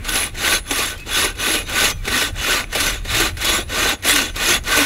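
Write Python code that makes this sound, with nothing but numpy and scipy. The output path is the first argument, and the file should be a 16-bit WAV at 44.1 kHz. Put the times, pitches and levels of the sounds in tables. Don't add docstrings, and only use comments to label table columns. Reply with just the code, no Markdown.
import sys
import numpy as np
from scipy import signal
from scipy.fft import rfft, irfft, next_fast_len
from scipy.io import wavfile
from scipy.ndimage import uniform_filter1d, map_coordinates

SR = 44100
rng = np.random.default_rng(int(sys.argv[2]) if len(sys.argv) > 2 else 0)


def generate_wav(sig):
    pcm = np.round(np.clip(np.atleast_2d(sig).T, -1, 1) * 32767).astype(np.int16)
    wavfile.write(sys.argv[1], SR, pcm)


def invert_db(level):
    return 10 ** (np.asarray(level, dtype=float) / 20)


N = 214095


def unit(x):
    return x / np.sqrt(np.mean(x ** 2) + 1e-20)


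def along(points, hz):
    f, v = np.transpose(points)
    return np.interp(np.log(hz + 1), np.log(f + 1), v)


def wobble(rate):
    coarse = np.arange(0, N + 64, 64)
    points = rng.standard_normal(int(N * rate / SR) + 4)
    smooth = map_coordinates(points, [coarse * rate / SR])
    return np.interp(np.arange(N), coarse, smooth)


def coloured(x, spectrum):
    m = next_fast_len(N + 8192)
    gain = invert_db(along(spectrum, np.fft.rfftfreq(m, 1 / SR)))
    return irfft(rfft(x, m) * gain, m)[:N]


def mode(x, hz, width_hz):
    return signal.lfilter(*signal.iirpeak(hz, hz / abs(width_hz), SR), x)


def ring(x, hz, width_hz):
    turn = np.exp(2j * np.pi * np.cumsum(hz * np.ones(N)) / SR)
    keep = np.exp(-np.pi * abs(width_hz) / SR)
    return 2 * np.real(turn * signal.lfilter([1 - keep], [1, -keep], x / turn))


def decays(rows):
    out, t = np.zeros(N + SR), np.arange(SR // 4) / SR
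    for s, db, t60, rise in rows:
        fall = invert_db(db - 60 * t / max(t60, .01))
        out[round(s * SR):][:len(t)] += fall * (1 - np.exp(-t / max(rise, .0003)))
    return out[:N]


def air():
    # (time [s], level [dB])
    wind = [(0.0, -30.5), (0.81, -33.5), (1.69, -31.5), (1.71, -25.5), (1.81, -32), (2.11, -27),
            (2.21, -36), (2.39, -27), (2.44, -35), (2.85, -27), (3.01, -34), (3.09, -25), (3.5, -29.5),
            (3.55, -32.5), (3.85, -29), (3.9, -34.5), (4.81, -30), (4.85, -36)]
    # (frequency [Hz], level [dB])
    rumble_tone = [(12, -13), (24, -6.5), (36, 4.5), (50, -7), (90, -5.5), (140, -16.5), (200, -23),
                   (280, -53)]
    # (frequency [Hz], level [dB])
    forest_tone = [(120, -29), (200, 4), (914, -17), (2550, -7.5), (2790, -16), (5500, -32), (9180, -27),
                   (11000, -33), (15900, -36)]
    lumps = invert_db(1.6 * wobble(12) + 0.52 * wobble(5.1))
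    rumble = unit(lumps * coloured(rng.standard_normal(N), rumble_tone))
    rustle = invert_db(3.3 * wobble(2.4))
    hiss = unit(rustle * coloured(rng.standard_normal(N), forest_tone))
    times, levels_db = np.transpose(wind)
    wind_db = np.interp(np.arange(N) / SR, times, levels_db)
    return invert_db(wind_db) * rumble + invert_db(-47) * hiss


def drive(over_db, power, rest_db, bright_share):
    # (start [s], length [s], level [dB],
    # share of the stroke spent speeding up [0-1], brightness [dB])
    strokes = [(0.024, 0.29, -22.5, 0.58, 4.5), (0.331, 0.28, -17.5, 0.69, 1), (0.638, 0.34, -23, 0.49, 3),
               (1.048, 0.29, -20, 0.52, 2), (1.356, 0.3, -19, 0.47, 2), (1.645, 0.290, -16.5, 0.73, -0.5),
               (2.019, 0.3, -19.5, 0.6, 1.5), (2.337, 0.32, -17.5, 0.62, -2.5),
               (2.688, 0.32, -20.5, 0.44, -0.5), (3.036, 0.29, -17, 0.62, -3),
               (3.361, 0.29, -19, 0.57, -0.5), (3.669, 0.3, -16, 0.67, -3.5), (4.024, 0.3, -16.5, 0.22, 1),
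               (4.334, 0.268, -15, 0.67, 0.1), (4.633, 0.32, -15.5, 0.46, -0.7)]
    cruise = 1.076
    out = np.full(N + SR, invert_db(rest_db))
    for s, length, db, lean, bright_db in strokes:
        u = np.linspace(0, 1, round(length * SR))
        rise_and_fall = np.minimum(u / lean, (1 - u) / (1 - lean))
        speed = np.sin(np.pi / 2 * np.minimum(1, cruise * rise_and_fall))
        level = invert_db(db + over_db + bright_share * bright_db)
        out[round(s * SR):][:len(u)] += level * np.abs(speed) ** power
    return out[:N]


def jerks():
    # (time [s], peak level [dB], log knock against that peak [dB])
    caught = [(0.045, -16, -32), (0.0847, -6, -4), (0.1544, -10, -9), (0.708, -1.5, -9.5),
              (0.7544, -10, -17), (0.7844, -13, -1.5), (0.8194, -16, -15), (0.8974, -12, -17),
              (0.9744, -21, -18), (1.062, -27, -1), (1.2434, -4, -5.5), (1.3941, -18, -8),
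              (1.6929, -15.5, -4), (1.8997, -3.5, -23), (2.0733, -5, -4.5), (2.3585, -30, -12),
              (2.749, -4, -0.5), (2.802, -3, -17), (2.859, -6, -31), (3.0479, -18, -4), (3.146, -5, -28),
              (3.1985, -6, -7), (3.3687, -14, -23), (3.412, -8, -11), (4.023, -18.5, -14),
              (4.0454, -8.5, -4), (4.1578, 1, -25), (4.359, -12.5, -31), (4.6378, -22, -24),
              (4.768, -0.5, -15)]
    # (time [s], peak level [dB], log knock against that peak [dB])
    turned = [(0.345, -26, -17), (0.6623, -27, -25), (0.9974, -25, -17), (1.3514, -22, -10),
              (2.0516, -16, -24), (2.7264, -12, -28), (3.11, -18, -27), (3.444, -4.5, -25),
              (3.693, -18, -22), (3.7403, -13, -25), (4.2183, -23, -2), (4.6797, -12, -13)]
    t60_s, rise_s = 0.065, 0.0024
    events = caught + turned
    catches = decays([(s, db - 18.0, t60_s, rise_s) for s, db, _ in events])
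    knocks = decays([(s, db + knock_db - 7.5, t60_s, rise_s) for s, db, knock_db in events])
    return catches, knocks


def fibres(spread_db, clump_db, clump_rate):
    burst_db = spread_db * np.minimum(rng.exponential(size=N), 4.5)
    size = invert_db(burst_db + clump_db * wobble(clump_rate))
    return unit(size * rng.standard_normal(N))


def patchy(x, depth_db):
    z = signal.stft(x, nperseg=256)[2]
    spots = rng.standard_normal(z.shape)
    field = uniform_filter1d(uniform_filter1d(spots, size=3, axis=0), size=5, axis=1)
    return signal.istft(z * invert_db(depth_db * unit(field)), nperseg=256)[1][:N]


def tearing(force, chatter, catches):
    # (frequency [Hz], level [dB])
    tear_tone = [(410, -11), (700, -22), (1490, 0), (1640, -6), (1870, 1.5), (3680, -7.5), (9070, -18),
                 (10700, -14), (15900, -24)]
    grains = patchy(fibres(spread_db=1.5, clump_db=2.0, clump_rate=250), depth_db=3.0)
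    raw = unit(coloured(grains, tear_tone))
    dull = signal.sosfilt(signal.butter(2, 6000, fs=SR, output="sos"), raw)
    fine = drive(over_db=-12, power=2.6, rest_db=-67, bright_share=0.62) * chatter
    return invert_db(-4) * force * dull + (invert_db(11.0) * fine + invert_db(9.5) * catches) * (raw - dull)


def blade(push):
    # (frequency [Hz], width [Hz], level [dB])
    blade_modes = [(1187, 69, -4), (1516, 77, 0), (1865, 180, -3.5), (2220, 310, -5), (2482, 51, -4),
                   (2700, 230, -3), (2903, 88, -4.5), (3428, 104, -2.5), (3688, 81, -2.5), (4003, 74, -7.5),
                   (5100, 150, -17), (5590, 78, -14), (6055, 43, -8), (6380, 64, -8), (6760, 24, -9.5),
                   (7320, 74, -10.5), (8720, 51, -36)]
    out = 0
    for hz, width_hz, db in blade_modes:
        swell = invert_db(db + 2.73 * wobble(20) + 1.3 * wobble(7))
        out = out + swell * mode(push, hz, width_hz) * np.sqrt(100 / width_hz)
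    return invert_db(11.0) * out


def log(chatter, knocks):
    # (frequency [Hz], width [Hz], level [dB])
    log_modes = [(268, 116, -3.5), (471, 184, -3.5), (613, 77, -2), (813, 118, -8)]
    thrum = drive(over_db=-10.5, power=1.06, rest_db=-56, bright_share=0.22) * chatter
    push = (thrum + knocks) * fibres(spread_db=2.5, clump_db=3, clump_rate=56)
    out = 0
    for k, (hz, width_hz, db) in enumerate(log_modes):
        swell = invert_db(db + 0.95 * wobble(7.6))
        out = out + (-1) ** k * swell * mode(push, hz, width_hz)
    return invert_db(19.5) * out


def frame(teeth, force):
    # (frequency [Hz], level [dB], time to fall 60 dB [s])
    frame_modes = [(10680, -5, .3), (10720, -6, .035), (9680, -13, .25), (9760, -11, .03), (9400, -19, .03),
                   (3420, -9, .12)]
    stretch = 1 + .06 * uniform_filter1d(force, size=3000)
    shake = drive(over_db=-13, power=1.96, rest_db=-57.5, bright_share=1.7)
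    shake = shake * invert_db(0.79 * wobble(15)) * teeth
    out = 0
    for hz, db, t60 in frame_modes:
        out = out + invert_db(db + 2.7 * wobble(5.48)) * ring(shake, hz * stretch, 2.7 / t60)
    return invert_db(26.0) * out


def groans():
    # (middle [s], frequency [Hz], level [dB], length [s])
    groan_events = [(0.108, 301, -5, 0.017), (0.462, 349, -6, .05), (0.726, 291, -1, 0.019),
                    (1.246, 379.3, -2.5, 0.038), (1.522, 318.6, -1.5, 0.047), (2.148, 265, -1.5, 0.034),
                    (2.23, 285, -3, 0.028), (2.513, 361, 4, 0.034), (2.818, 268, -2, 0.032),
                    (3.216, 341, 1, .04), (3.85, 301.3, -4, 0.043), (4.168, 288, 4.5, 0.074),
                    (4.517, 373, 6, 0.021), (4.808, 280, 5.5, 0.034), (4.783, 430, 4.5, .02),
                    (2.085, 410, 0.5, 0.015)]
    t = np.arange(N) / SR
    waver = np.cumsum(1 + .03 * wobble(40)) / SR
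    out = 0
    for s, hz, db, length in groan_events:
        swell = np.exp(-((t - s) / length) ** 2)
        out = out + invert_db(db - 27.5) * swell * np.sin(2 * np.pi * hz * waver)
    return invert_db(2.7 * wobble(45)) * out


def saw():
    chatter = invert_db(0.85 * wobble(40))
    catches, knocks = jerks()
    cut = drive(over_db=-0.64, power=1.5, rest_db=-48, bright_share=0.01)
    force = cut * chatter + catches
    teeth = fibres(spread_db=2.5, clump_db=0.5, clump_rate=280)
    wood = tearing(force, chatter, catches) + log(chatter, knocks) + groans()
    return wood + blade(teeth * force) + frame(teeth, force)


def jolt_rings():
    # (time [s], frequency [Hz], peak level [dB], time to fall 60 dB [s])
    jolts = [(.555, 6390, -14, 0.06), (.58, 10000, -36, 0.41), (1.9, 6060, -32, 0.23),
             (1.11, 3430, -25, 0.57), (1.91, 3300, -33, 0.19), (0.2, 9750, -40, 0.34),
             (2.26, 8900, -44, .3), (4.21, 6085, -36, 0.55), (4.25, 9700, -39, 0.48)]
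    clock = np.arange(N) / SR
    out = 0
    for s, hz, db, t60 in jolts:
        out = out + decays([(s, db, t60, .002)]) * np.sin(2 * np.pi * hz * clock)
    return out


def ticks():
    # (time [s], peak level [dB], centre frequency [Hz], width [Hz])
    tick_events = [(0.997, -24, 2590, 1200), (2.3374, -43, 2560, 1200), (2.6418, -16, 2260, 960),
                   (3.1475, -11, 2480, 1200), (4.3644, -14, 3500, 2500), (2.359, -28, 7100, 3000),
                   (4.638, -24, 6000, 2500), (4.3595, -19, 6000, 3000)]
    out, t = np.zeros(N + SR), np.arange(SR // 50) / SR
    for s, db, hz, width_hz in tick_events:
        knock = np.sin(2 * np.pi * hz * t) * np.exp(-np.pi * abs(width_hz) * t / 4)
        burst = rng.standard_normal(len(t)) * invert_db(-8.0 - 60 * t / 0.013)
        crack = mode(burst, hz, 2 * width_hz)
        out[round(s * SR):][:len(t)] += invert_db(db + 1) * (knock + crack)
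    return out[:N]


def bird():
    # (start [s], length [s], first frequency [Hz], last frequency [Hz], level [dB])
    peeps = [
        (0.955, 0.032, 3150, 3180, -48),
        (0.981, 0.064, 2550, 2570, -42),
        (1.334, 0.032, 2420, 2680, -45),
        (1.975, 0.057, 2440, 2230, -51),
    ]
    t, out = np.arange(N) / SR, 0
    for s, length, first_hz, last_hz, db in peeps:
        hz = np.interp(t, [s, s + length], [first_hz, last_hz])
        on = np.clip(np.minimum(t - s, s + length - t) / 0.011, 0, 1)
        out = out + on * invert_db(db + 6.5) * np.sin(2 * np.pi * np.cumsum(hz) / SR)
    return out


def splinters():
    # (time [s], peak level [dB])
    snaps = [(4.0557, -20), (4.0694, -9), (4.0784, -7), (4.0878, 5), (4.096, 2), (4.1111, 1), (4.1175, 1),
             (4.1394, -3), (4.179, -10)]
    out, t = np.zeros(N + SR), np.arange(SR // 50) / SR
    for s, db in snaps:
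        tone = np.sin(2 * np.pi * rng.uniform(7400, 11000) * t)
        spit = 0.29 * np.diff(rng.standard_normal(len(t) + 1))
        out[round(s * SR):][:len(t)] += invert_db(db - 60 * t / 0.0021) * (tone + spit)
    return out[:N]


def trees(x):
    # (frequency [Hz], time to fall 60 dB [s])
    fading = [(300, 0.68), (2000, 0.2), (5000, 0.083), (12000, 0.12)]
    hz, t, z = signal.stft(rng.standard_normal(SR // 2), SR, nperseg=256)
    fall = invert_db(-60 * t / along(fading, hz)[:, None])
    tail = signal.istft(z * fall, SR, nperseg=256)[1]
    delayed = np.pad(x, (400, 0))
    return signal.fftconvolve(delayed, tail / np.linalg.norm(tail))[:N]


def scene():
    near = saw() + jolt_rings() + ticks() + bird() + splinters()
    return (near + invert_db(-23.5) * trees(near) + air())[None]


def roll_off(x):
    return signal.sosfilt(signal.butter(12, 16240, fs=SR, output="sos"), x)


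def record(dry):
    top_hz, edge_hz = 15720, 240
    flat = dry / (1 + np.abs(dry) ** 8) ** (1 / 8)
    over = np.clip((np.fft.rfftfreq(N, 1 / SR) - top_hz) / edge_hz, 0, 3)
    mix = irfft(rfft(flat) * invert_db(-40 * over), N)
    return roll_off(mix)


dry = scene()
out = record(dry)
generate_wav(out)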